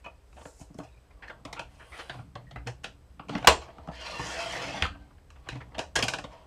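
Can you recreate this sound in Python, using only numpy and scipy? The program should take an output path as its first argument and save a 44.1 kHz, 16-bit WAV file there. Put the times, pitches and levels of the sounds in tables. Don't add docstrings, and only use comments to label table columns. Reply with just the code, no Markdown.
import sys
import numpy as np
from scipy import signal
from scipy.fft import rfft, irfft, next_fast_len
from scipy.io import wavfile
from scipy.ndimage import uniform_filter1d, map_coordinates

SR = 44100
rng = np.random.default_rng(int(sys.argv[2]) if len(sys.argv) > 2 else 0)


def field_ratio(decibels):
    return 10 ** (np.asarray(decibels, dtype=float) / 20)


def inscribe(sig):
    pcm = np.round(np.clip(np.atleast_2d(sig).T, -1, 1) * 32767)
    wavfile.write(sys.argv[1], SR, pcm.astype(np.int16))


N = 284974

# pitch_hz, width_hz, level_db
RAIL_MODES = [(1381, 150, 1.5), (1654, 700, 1), (2118, 610, 1.5), (2530, 430, 2.5), (3260, 810, -2),
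              (3870, 310, -3), (4170, 550, -5.5), (4570, 200, -4.5), (4836, 140, -7)]
# pitch_hz, width_hz, level_db
BOARD_MODES = [(332, 38, -4), (481, 80, -1.5), (641.5, 89, 3), (785, 140, 0.5), (920, 61, 3),
               (981, 96, -1.5), (1124, 98, 0), (1270, 240, -9)]
# pitch_hz, width_hz, level_db
DESK_MODES = [(62, 33, 1.5), (122.5, 26, -3), (167, 39, -1), (246, 100, -4.5), (289.5, 17, 2)]
# freq_hz, level_db
EDGE_COLOUR = [(3500, -21.5), (5200, 9.5), (7000, 4), (9000, -3), (12000, -16), (15000, -31), (16500, -46),
               (17000, -120)]


def unit(x):
    return x / np.sqrt(np.mean(x ** 2) + 1e-20)


def along(points, hz):
    f, v = np.transpose(points)
    return np.interp(np.log(hz + 1), np.log(f + 1), v)


def curve(rows):
    s, db = np.transpose(rows)
    return np.interp(np.arange(N) / SR, s, db, -200, -200)


def swells(rows):
    s, rise, fall, db, *trims = np.transpose(rows)[:, :, None]
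    late = np.arange(0, N + 64, 64) / SR - s
    gain = field_ratio(db - 25 * np.maximum(-late / np.abs(rise), late / np.abs(fall)))
    return [np.repeat(np.sum(gain * field_ratio(trim), axis=0), 64)[:N] for trim in [0, *trims]]


def smooth(gain):
    return uniform_filter1d(gain, size=300)


def wobble(rate):
    knots = rng.standard_normal(int(N * rate / SR) + 4)
    return map_coordinates(knots, [np.arange(N) * rate / SR])


def modes(table, hz, stir_db=0):
    c, w, db = np.transpose(table)[:, :, None]
    sign = (-1.) ** np.arange(len(table))[:, None]
    return np.sum(sign * field_ratio(db + stir_db) * 1j * hz * w / (c * c - hz * hz + 1j * hz * w), axis=0)


def body(table, hz, stir_db=0):
    return modes(table, hz, stir_db) / (1 + 1j * hz / (2.5 * table[-1][0])) ** 2


def filtered(x, response):
    size = next_fast_len(len(x) + 8192)
    return irfft(rfft(x, size) * response(np.fft.rfftfreq(size, 1 / SR)), size)[:len(x)]


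def grit(spiky_db, patchy_db):
    force = rng.standard_normal(N) * field_ratio(spiky_db * wobble(780))
    z = signal.stft(force, nperseg=512)[2]
    field = uniform_filter1d(rng.standard_normal(z.shape), size=2, axis=0)
    field = uniform_filter1d(field, size=10, axis=1)
    return signal.istft(z * field_ratio(patchy_db * unit(field)), nperseg=512)[1][:N]


def quiet():
    # freq_hz, level_db
    air_colour = [(15, -47.5), (27, 0.5), (64, 4), (170, -23.5), (400, -14), (8590, -39), (14400, -44),
                  (16000, -67)]
    # pitch_hz, level_db
    whine_tones = [(59.5, -72), (5001, -91.5), (8000, -88.5), (8995, -103)]
    t = np.arange(N) / SR
    air = unit(filtered(rng.standard_normal(N), lambda hz: field_ratio(along(air_colour, hz))))
    out = field_ratio(-59.54) * air
    for hz, db in whine_tones:
        flutter = unit(wobble(hz / 12)) if hz > 1000 else 1
        out += field_ratio(db + 7) * flutter * np.sin(2 * np.pi * hz * t)
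    return out


def room(x):
    # freq_hz, t60_s
    decay_times = [(100, 0.32), (700, 0.24), (2000, 0.18), (8000, 0.23), (14000, 0.099)]
    out, step = np.zeros(N + SR), SR // 3
    for start in range(0, N, step):
        hz, t, z = signal.stft(rng.standard_normal(SR // 2), SR, nperseg=256)
        fade = field_ratio(-60 * t / along(decay_times, hz)[:, None])
        tail = signal.istft(z * fade, SR, nperseg=256)[1]
        tail = np.pad(tail, (250, 0)) / np.linalg.norm(tail)
        wet = signal.fftconvolve(x[start:start + step], tail)
        out[start:start + len(wet)] += wet
    return out[:N]


def desk():
    # start_s, boom_db
    lean_on = [
        (0.0, -60.5),
        (6.22, -56),
        (6.46, -63.5),
    ]
    # peak_s, rise_s, fall_s, level_db
    drum_pushes = [(.85, 0.11, 0.12, -53), (1.5, 0.33, 1, -57.5), (2.1, .02, 0.27, -50),
                   (2.2, 0.054, 0.083, -38), (2.36, 0.0081, 0.24, -44.5), (2.52, .015, 0.43, -47),
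                   (2.68, 0.033, 0.11, -43), (3.0, 0.56, 0.21, -62.5), (3.36, .1, 0.45, -45),
                   (4.3, 0.26, 0.039, -50.5), (4.7, 0.59, 0.56, -48.5), (5.56, 0.14, 0.23, -44),
                   (6.0, 0.045, 0.29, -37)]
    # peak_s, rise_s, fall_s, level_db
    panel_pushes = [
        (1.53, 0.56, 0.44, -59),
        (2.19, 0.13, 0.17, -50.5),
        (2.59, 0.5, 0.15, -56.5),
        (2.86, 0.11, 0.16, -57.5),
        (3.355, 0.092, 0.073, -31.5),
        (3.52, .3, 0.093, -42),
        (4.3, 0.71, 0.26, -52),
        (4.77, 0.43, 0.34, -43.5),
        (5.75, 0.59, 0.38, -61),
        (6.15, .35, 0.42, -55),
    ]
    shakes = []
    for part in (DESK_MODES[:1], DESK_MODES[1:2], DESK_MODES[2:]):
        shakes.append(unit(filtered(rng.standard_normal(N), lambda hz: modes(part, hz) ** 2)))
    boom = field_ratio(curve(lean_on) + 2)
    drum = field_ratio(-76) + swells(drum_pushes)[0]
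    panel = field_ratio(-76) + swells(panel_pushes)[0]
    return np.sum(smooth(np.array([boom, drum, panel])) * shakes, axis=0)


def thud(db, stir_db, t):
    push = filtered(t * np.exp(-t / 0.00031), lambda hz: modes(DESK_MODES[1:], hz, stir_db))
    return field_ratio(db) * push / np.abs(push).max()


def thuds():
    # start_s, peak_db
    landings = [
        (0.608, -37),
        (0.703, -40),
        (.752, -40),
        (1.4506, -38),
        (2.662, -39),
        (3.301, -31.5),
        (5.522, -36),
        (5.552, -36.5),
        (6.03, -25.5),
        (6.239, -41),
    ]
    out, t = np.zeros(N + SR), np.arange(SR // 4) / SR
    for s, db in landings:
        stir_db = 3 * rng.standard_normal((len(DESK_MODES) - 1, 1))
        out[round(s * SR):][:len(t)] += thud(db, stir_db, t)
    return out[:N]


def knocks():
    # start_s, peak_db, pitch_hz, t60_s
    single_notes = [(.065, -39, 946, 0.041), (1.282, -36.5, 1820, 0.037), (1.3, -34.5, 1620, 0.037),
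                    (2.468, -56, 1885, 0.23), (3.35, -30, 262, 0.088), (3.446, -15, 740, 0.024),
                    (3.352, -38.5, 5600, 0.017), (3.4728, -20, 11400, 0.02), (3.4728, -19, 13200, .015),
                    (3.4728, -12.5, 7530, .025), (3.4728, -22, 9200, .02), (3.473, -23.5, 722, .1),
                    (3.473, -24, 835, .1), (3.473, -22.5, 1290, .1), (3.473, -23, 470, .08),
                    (3.473, -23, 560, .05), (3.473, -27.5, 1433, .1), (3.473, -26.5, 2783, 0.09),
                    (3.473, -27.5, 2948, 0.098), (3.297, -32.5, 1230, .03), (3.33, -42, 33, 0.66),
                    (3.475, -40, 33, .5), (4.822, -35.5, 35.97, 0.33), (4.8645, -28, 1256, .03),
                    (4.8945, -34, 77, 0.16), (6.0265, -21, 4900, .02), (6.0265, -21, 3250, 0.023),
                    (6.082, -22, 1550, .03), (6.136, -27, 1600, .03), (5.962, -27.5, 775, 0.11),
                    (5.965, -31.5, 3300, 0.11), (3.362, -28.5, 300, 0.063), (2.56, -35, 2030, .04),
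                    (2.672, -39, 4400, .03), (3.89, -34, 62, 0.33), (2.56, -35.5, 58, .25),
                    (.61, -40, 58.2, .2), (1.22, -40, 60, 0.22), (5.5, -38, 56, 0.24),
                    (6.05, -30, 740, 0.055), (3.473, -19, 4170, 0.11), (3.4728, -14, 15000, 0.012),
                    (3.473, -14.5, 623, 0.087), (3.471, -10.5, 1001, 0.088), (3.473, -13.5, 1115, 0.13),
                    (3.475, -20, 69, 0.22), (4.201, -36, 64, 0.57), (4.8195, -17, 69.06, 0.11),
                    (4.854, -20, 1260, 0.03), (4.929, -51, 1560, 0.32), (5.957, -24.5, 1662, 0.12),
                    (5.959, -34, 62, 0.32)]
    out, t = np.zeros(N + SR), np.arange(SR // 2) / SR
    for s, db, hz, t60 in single_notes:
        wander = 3e-5 * hz * np.cumsum(rng.standard_normal(len(t)))
        speak = (1 - np.exp(-t * hz / .4)) ** 2
        out[round(s * SR):][:len(t)] += field_ratio(db - 60 * t / t60) * speak * np.sin(2 * np.pi * hz * t + wander)
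    return out[:N]


def contacts(rows, weight_db, rise, stir_db, crack):
    out, t = np.zeros((2, N + SR)), np.arange(SR // 4) / SR
    blow = 1. * (np.arange(len(t)) == 100)
    for s, db, board_db, click_db, length in rows:
        length = max(length, .003)
        shape = field_ratio(-60 * t / length) * (1 - np.exp(-t / (rise * length)))
        shape *= 1 + crack * field_ratio(-60 * t / 0.0052)
        stir = stir_db * rng.standard_normal((3, 9, 1))
        reach_hz = 1800 * field_ratio(1.1 * (click_db + 22.0))
        voices = [(.1, lambda hz: body(RAIL_MODES, hz, stir[0]) / (1 + 1j * hz / reach_hz) ** 2),
                  (board_db, lambda hz: body(BOARD_MODES, hz, stir[1, :len(BOARD_MODES)])),
                  (click_db, lambda hz: field_ratio(along(EDGE_COLOUR, hz)))]
        span = slice(round(s * SR), round(s * SR) + len(t))
        for part_db, voice in voices:
            near = filtered(shape * rng.standard_normal(len(t)), voice)
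            near *= field_ratio(db + part_db - 2.0) / np.abs(near).max()
            out[:, span] += near, unit(filtered(blow, voice)) * np.std(near)
        push_db = db + 1.2 * board_db + weight_db - 9
        out[0, span] += thud(push_db, stir[2, 1:len(DESK_MODES)], t)
    return out[:, :N]


def timed(rows, contact_s):
    return [(*row, contact_s) for row in rows]


def bouncing():
    # start_s, rail_peak_db, contact_s
    falls = [
        (5.9547, -14, 0.075),
        (6.0244, -15, 0.034),
        (6.082, -15.5, 0.036),
        (6.1355, -20, 0.032),
        (6.1844, -27, 0.038),
        (6.239, -33.5, 0.057),
    ]
    hardest = max(row[1] for row in falls)
    rows = []
    for s, db, length in falls:
        lost_db = hardest - db
        rows.append((s, db, -12 + 0.77 * lost_db, -4.5 - 0.43 * lost_db, length))
    return rows


def touches():
    # start_s, rail_peak_db, board_db, click_db
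    fingertips = [
        (.0443, -52.5, 4, 0.5),
        (.3277, -51.5, 1, -13),
        (.4538, -35, 3, -32),
        (.5958, -66, 20, 20.5),
        (.7016, -74, 21, -10),
        (.7435, -60.5, 12.5, 13),
        (.7865, -40, 11, -13),
        (.7974, -68.5, 35, -15),
    ]
    carriage_ticks = [
        (1.4506, -31.5, -1, -8.5),
        (1.5279, -27.5, -7, -6),
        (1.593, -23.5, -5, -14.5),
        (2.0958, -25, -5.5, -19.5),
        (2.1417, -41.5, 4.5, -30),
        (2.3537, -35, 5, -13.5),
        (2.51, -39.5, -0.5, -12.5),
        (2.5585, -34.5, 5, -25),
        (2.671, -28, -3.5, -4.5),
        (2.8419, -24, -7.5, -9.5),
    ]
    closing = [(3.1944, -36.5, 6, -42), (3.2842, -38.5, 1, -11), (3.2931, -28.5, 2, -13.5),
               (3.3506, -23, -0.5, -30), (3.4262, -33, 1, -16), (3.4444, -25.5, -10, -21),
               (3.7827, -48.5, 11.5, -17), (3.8731, -47, 14.5, -7), (3.8854, -42.5, 17, -18),
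               (4.1934, -36.5, 13, -4.5), (4.8265, -20, -7.5, -24), (4.8527, -34, -16, -45)]
    unlatching = [
        (5.1063, -53.5, 0.5, -28),
        (5.181, -52, -3, -27.5),
        (5.3028, -41.5, -6, -7.5),
        (5.4871, -22.5, -10, -13),
        (5.781, -28.5, 3.5, -10),
        (5.7905, -18, -4, -9),
        (6.0384, -40, 17, 17.5),
    ]
    # start_s, rail_peak_db, board_db, click_db, contact_s
    snap = [
        (3.4716, 2, -5, -7.5, 0.068),
        (4.8228, -10, -14, -14, 0.015),
        (4.864, -31, -9, -10, 0.013),
    ]
    open_scuffs = [(.0544, -45.5, 10.5, -41, 0.089), (.3602, -49, 7.5, -18, 0.17),
                   (.4094, -49.5, 10.5, -19, 0.045), (.6069, -55, 12.5, 1, 0.073),
                   (.8298, -52.5, 7, -4, 0.08), (1.1036, -51.5, -2, -20, 0.05),
                   (1.2194, -36.5, -8, -29, 0.11), (1.2748, -42, -8, -15.5, 0.053),
                   (1.2954, -33.5, -4, -27, 0.041), (1.56, -34, -3, -28, 0.099),
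                   (1.793, -43, -4, -26, 0.16), (1.9127, -39, -14, -25, 0.22),
                   (1.9842, -31.5, -3, -18, 0.098), (2.185, -43, 1, -33, 0.039),
                   (2.663, -36.5, 5, -17, 0.087), (2.8342, -41, -3, -4, 0.045)]
    held_scuffs = [(3.3219, -40.5, 7, -12, 0.098), (3.376, -32, -1.5, -15, 0.028),
                   (3.6762, -47, 4.5, -33, 0.066), (3.6993, -51, 6.5, -24, 0.027),
                   (4.9445, -47.5, 2, -26.5, 0.038), (5.3544, -53.5, 5, -22, 0.052),
                   (5.4549, -55.5, 10.5, -23, 0.09), (5.5203, -44, -5.5, -12, 0.045),
                   (5.5519, -40.5, 2.5, -21, 0.04), (5.6026, -39, 0, -23.5, 0.065),
                   (5.7449, -35.5, -5, -24, 0.032), (5.982, -26, 3, -4.5, 0.087)]
    rattles = [(3.3615, -34, -7, -11, .012), (3.3816, -34, 2, -10, .012), (3.4495, -30.5, -7.5, -8, .012),
               (4.8535, -32, -10, -9, .012), (5.4713, -45.5, 3, -25, .015), (5.529, -38, -4, -16, 0.013),
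               (5.5561, -42.5, -4, -12, .015), (5.6145, -45, 2, -18, .012), (5.7192, -50, -3, -28, .02),
               (5.7511, -39, -1, -24.5, .015), (5.9612, -16, -2, -1, 0.0092), (5.9895, -21, -4, -4, .02),
               (6.0335, -22, -7, -4, .012), (6.0495, -37, 10, -12, 0.016)]
    tap = dict(rise=.034, stir_db=3.5, crack=0.25)
    scuff = dict(rise=.25, stir_db=3.5, crack=0)
    return (contacts(timed(fingertips, contact_s=0.0184), weight_db=0.0, **tap)
            + contacts(timed(carriage_ticks, contact_s=0.037), weight_db=-5.5, rise=0.026, stir_db=3.5, crack=1.4)
            + contacts(timed(closing, contact_s=0.022), weight_db=-1.0, **tap)
            + contacts(timed(unlatching, contact_s=0.025), weight_db=-3.5, **tap)
            + contacts(bouncing(), weight_db=-3, **tap)
            + contacts(snap, weight_db=-8.5, rise=.008, stir_db=-0.23, crack=0.3)
            + contacts(open_scuffs, weight_db=-4.5, **scuff)
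            + contacts(held_scuffs, weight_db=-7, **scuff)
            + contacts(rattles, weight_db=-8, **tap))


def card():
    # peak_s, rise_s, fall_s, hiss_db, board_db over the hiss
    card_pushes = [
        (.001, .01, 0.011, -70, 3),
        (.054, 0.02, 0.047, -81, 35.5),
        (.345, 0.024, 0.24, -84, 0),
        (.47, 0.21, 0.24, -60, -24),
        (.61, 0.061, 0.068, -58, -9),
        (.748, 0.023, .05, -83, 4),
        (.788, 0.012, 0.0091, -54.5, -4),
        (.8, 0.022, 0.26, -71.5, 14),
    ]
    # freq_hz, level_db
    fibre_colour = [(1760, -35), (3000, -16), (3460, -16), (3750, -5), (5390, 1), (7200, 6), (8990, 1),
                    (15000, -21)]
    hiss, shake = smooth(np.array(swells(card_pushes)))
    fibres = unit(filtered(grit(spiky_db=1.5, patchy_db=-1.0), lambda hz: field_ratio(along(fibre_colour, hz))))
    board = unit(filtered(grit(spiky_db=6, patchy_db=9.5), lambda hz: body(BOARD_MODES + RAIL_MODES[:4], hz)))
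    return hiss * fibres + shake * board


def streaks():
    # pitch_hz, width_hz, level_db
    narrow_modes = [(641, 71.6, 0), (940, 55, -3.5), (1214, 42, -5.5), (1420, 37, -7), (1730, 74, 0),
                    (2014, 50, -13), (2280, 57, -16), (2666, 110, -2), (3270, 100, -7), (3560, 53, -6),
                    (4190, 90, -11), (4710, 60, -8.5), (5110, 70, -8), (5820, 120, -12)]
    t, out = np.arange(N) / SR, np.zeros(N)
    for hz, w, db in narrow_modes:
        pace, turn = 2 * np.pi * rng.uniform([.6, 0], [1.6, 1])
        phase = 2 * np.pi * hz * (t + .035 * np.sin(pace * t + turn) / pace)
        out += field_ratio(db + 6 * wobble(9)) * wobble(w) * np.sin(phase)
    return unit(out)


def carriage():
    # start_s, pressure_db
    cut_stroke = [
        (3.915, -53),
        (3.99, -48.5),
        (4.044, -42.5),
        (4.14, -42.5),
        (4.39, -42.5),
        (4.708, -42),
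        (4.742, -40),
        (4.83, -44),
    ]
    # start_s, pressure_db
    empty_run = [
        (1.6, -108.5),
        (1.72, -68),
        (1.856, -64),
        (1.976, -51.5),
        (2.046, -61),
        (2.174, -63),
        (2.3, -88),
    ]
    # peak_s, rise_s, fall_s, board_db, scrape_db over the board
    loose_shifts = [(1.316, 0.22, 0.17, -53.5, -22), (1.47, .01, 0.14, -48.5, -19),
                    (3.292, 0.0048, 0.16, -57, 9), (3.465, 0.1, .01, -50.5, 2.5),
                    (3.62, 0.03, 0.096, -46.5, -4), (3.9, 0.77, .01, -56.5, -11),
                    (4.86, 0.012, 0.0805, -58.5, -16.5), (5.012, .2, 0.19, -63.5, -7),
                    (5.53, .18, 0.16, -51, -6), (5.78, 0.11, .01, -45.5, -22.5),
                    (5.96, 0.0068, 0.13, -31, -21), (6.13, .06, 0.089, -44, -16.5),
                    (6.33, 0.18, 0.32, -53.5, -8.5)]
    # pitch_hz, width_hz, level_db
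    runner_modes = [(8600, 1100, 13), (11100, 1500, 2), (12800, 1600, -11)]

    cut_db = curve(cut_stroke)
    run_db = curve(empty_run) + 47.5
    start_s, end_s = cut_stroke[0][0], cut_stroke[-1][0]
    travel = np.clip((np.arange(N) / SR - start_s) / (end_s - start_s), 0, 1)
    speed = np.sin(np.pi * travel ** 1.22) ** 2
    loose_board, loose_rail = swells(loose_shifts)

    scrape = field_ratio(cut_db) + field_ratio(run_db - 47.5) + loose_rail
    shake = field_ratio(cut_db - 2.5 + 4 * speed) + field_ratio(run_db - 45.5) + loose_board
    hiss = field_ratio(0.94 * (cut_db + 41.5) - 41.5 - 13.5 + 8 * speed)
    hiss += field_ratio(0.89 * run_db - 59) + field_ratio(-11.5) * loose_rail
    sing = field_ratio(0.89 * run_db - 58.5)
    uneven_db = 1.5 * wobble(45) + 1.2 * np.array([wobble(9), wobble(9), wobble(9)])
    scrape, shake, hiss = smooth(np.array([scrape, shake, hiss])) * field_ratio(uneven_db)

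    held = [1, .7, 1]
    held_rail, held_board = np.multiply(RAIL_MODES, held), np.multiply(BOARD_MODES, held)
    rail = unit(filtered(grit(spiky_db=0.5, patchy_db=3.5),
                         lambda hz: body(held_rail, hz) + 0.11 * (hz > 1200) * (hz < 5000)))
    board = unit(filtered(grit(spiky_db=-1, patchy_db=3), lambda hz: body(held_board, hz)))
    edge = unit(filtered(grit(spiky_db=3.0, patchy_db=2.8), lambda hz: field_ratio(along(EDGE_COLOUR, hz))))
    runner = unit(filtered(grit(spiky_db=3, patchy_db=2), lambda hz: modes(runner_modes, hz) * (hz / 9000) ** 2))
    rubbed = scrape * rail + shake * board + hiss * edge
    return rubbed + smooth(sing) * runner + smooth(field_ratio(cut_db - 4.5)) * streaks()


def scene():
    near, blows = touches()
    notes = knocks()
    rubbing = carriage() + card()
    dulled_notes = filtered(notes, lambda hz: 1 / (1 + (hz / 12500) ** 6))
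    soft = near + rubbing + room(field_ratio(-6.0) * blows + field_ratio(-9.0) * (rubbing + dulled_notes))
    soft = filtered(soft, lambda hz: 1 / (1 + (hz / 14900) ** 80))
    return (notes + soft + desk() + quiet() + thuds())[None]


def band_limit(x):
    return signal.sosfilt(signal.butter(12, 16670, fs=SR, output="sos"), x)


def record(dry):
    soft = dry / (1 + np.abs(dry / .95) ** 4) ** .25
    soft = filtered(soft[0], lambda hz: .03 + .97 / (1 + (hz / 15750) ** 90))[None]
    return band_limit(soft)


dry = scene()
out = record(dry)
inscribe(out)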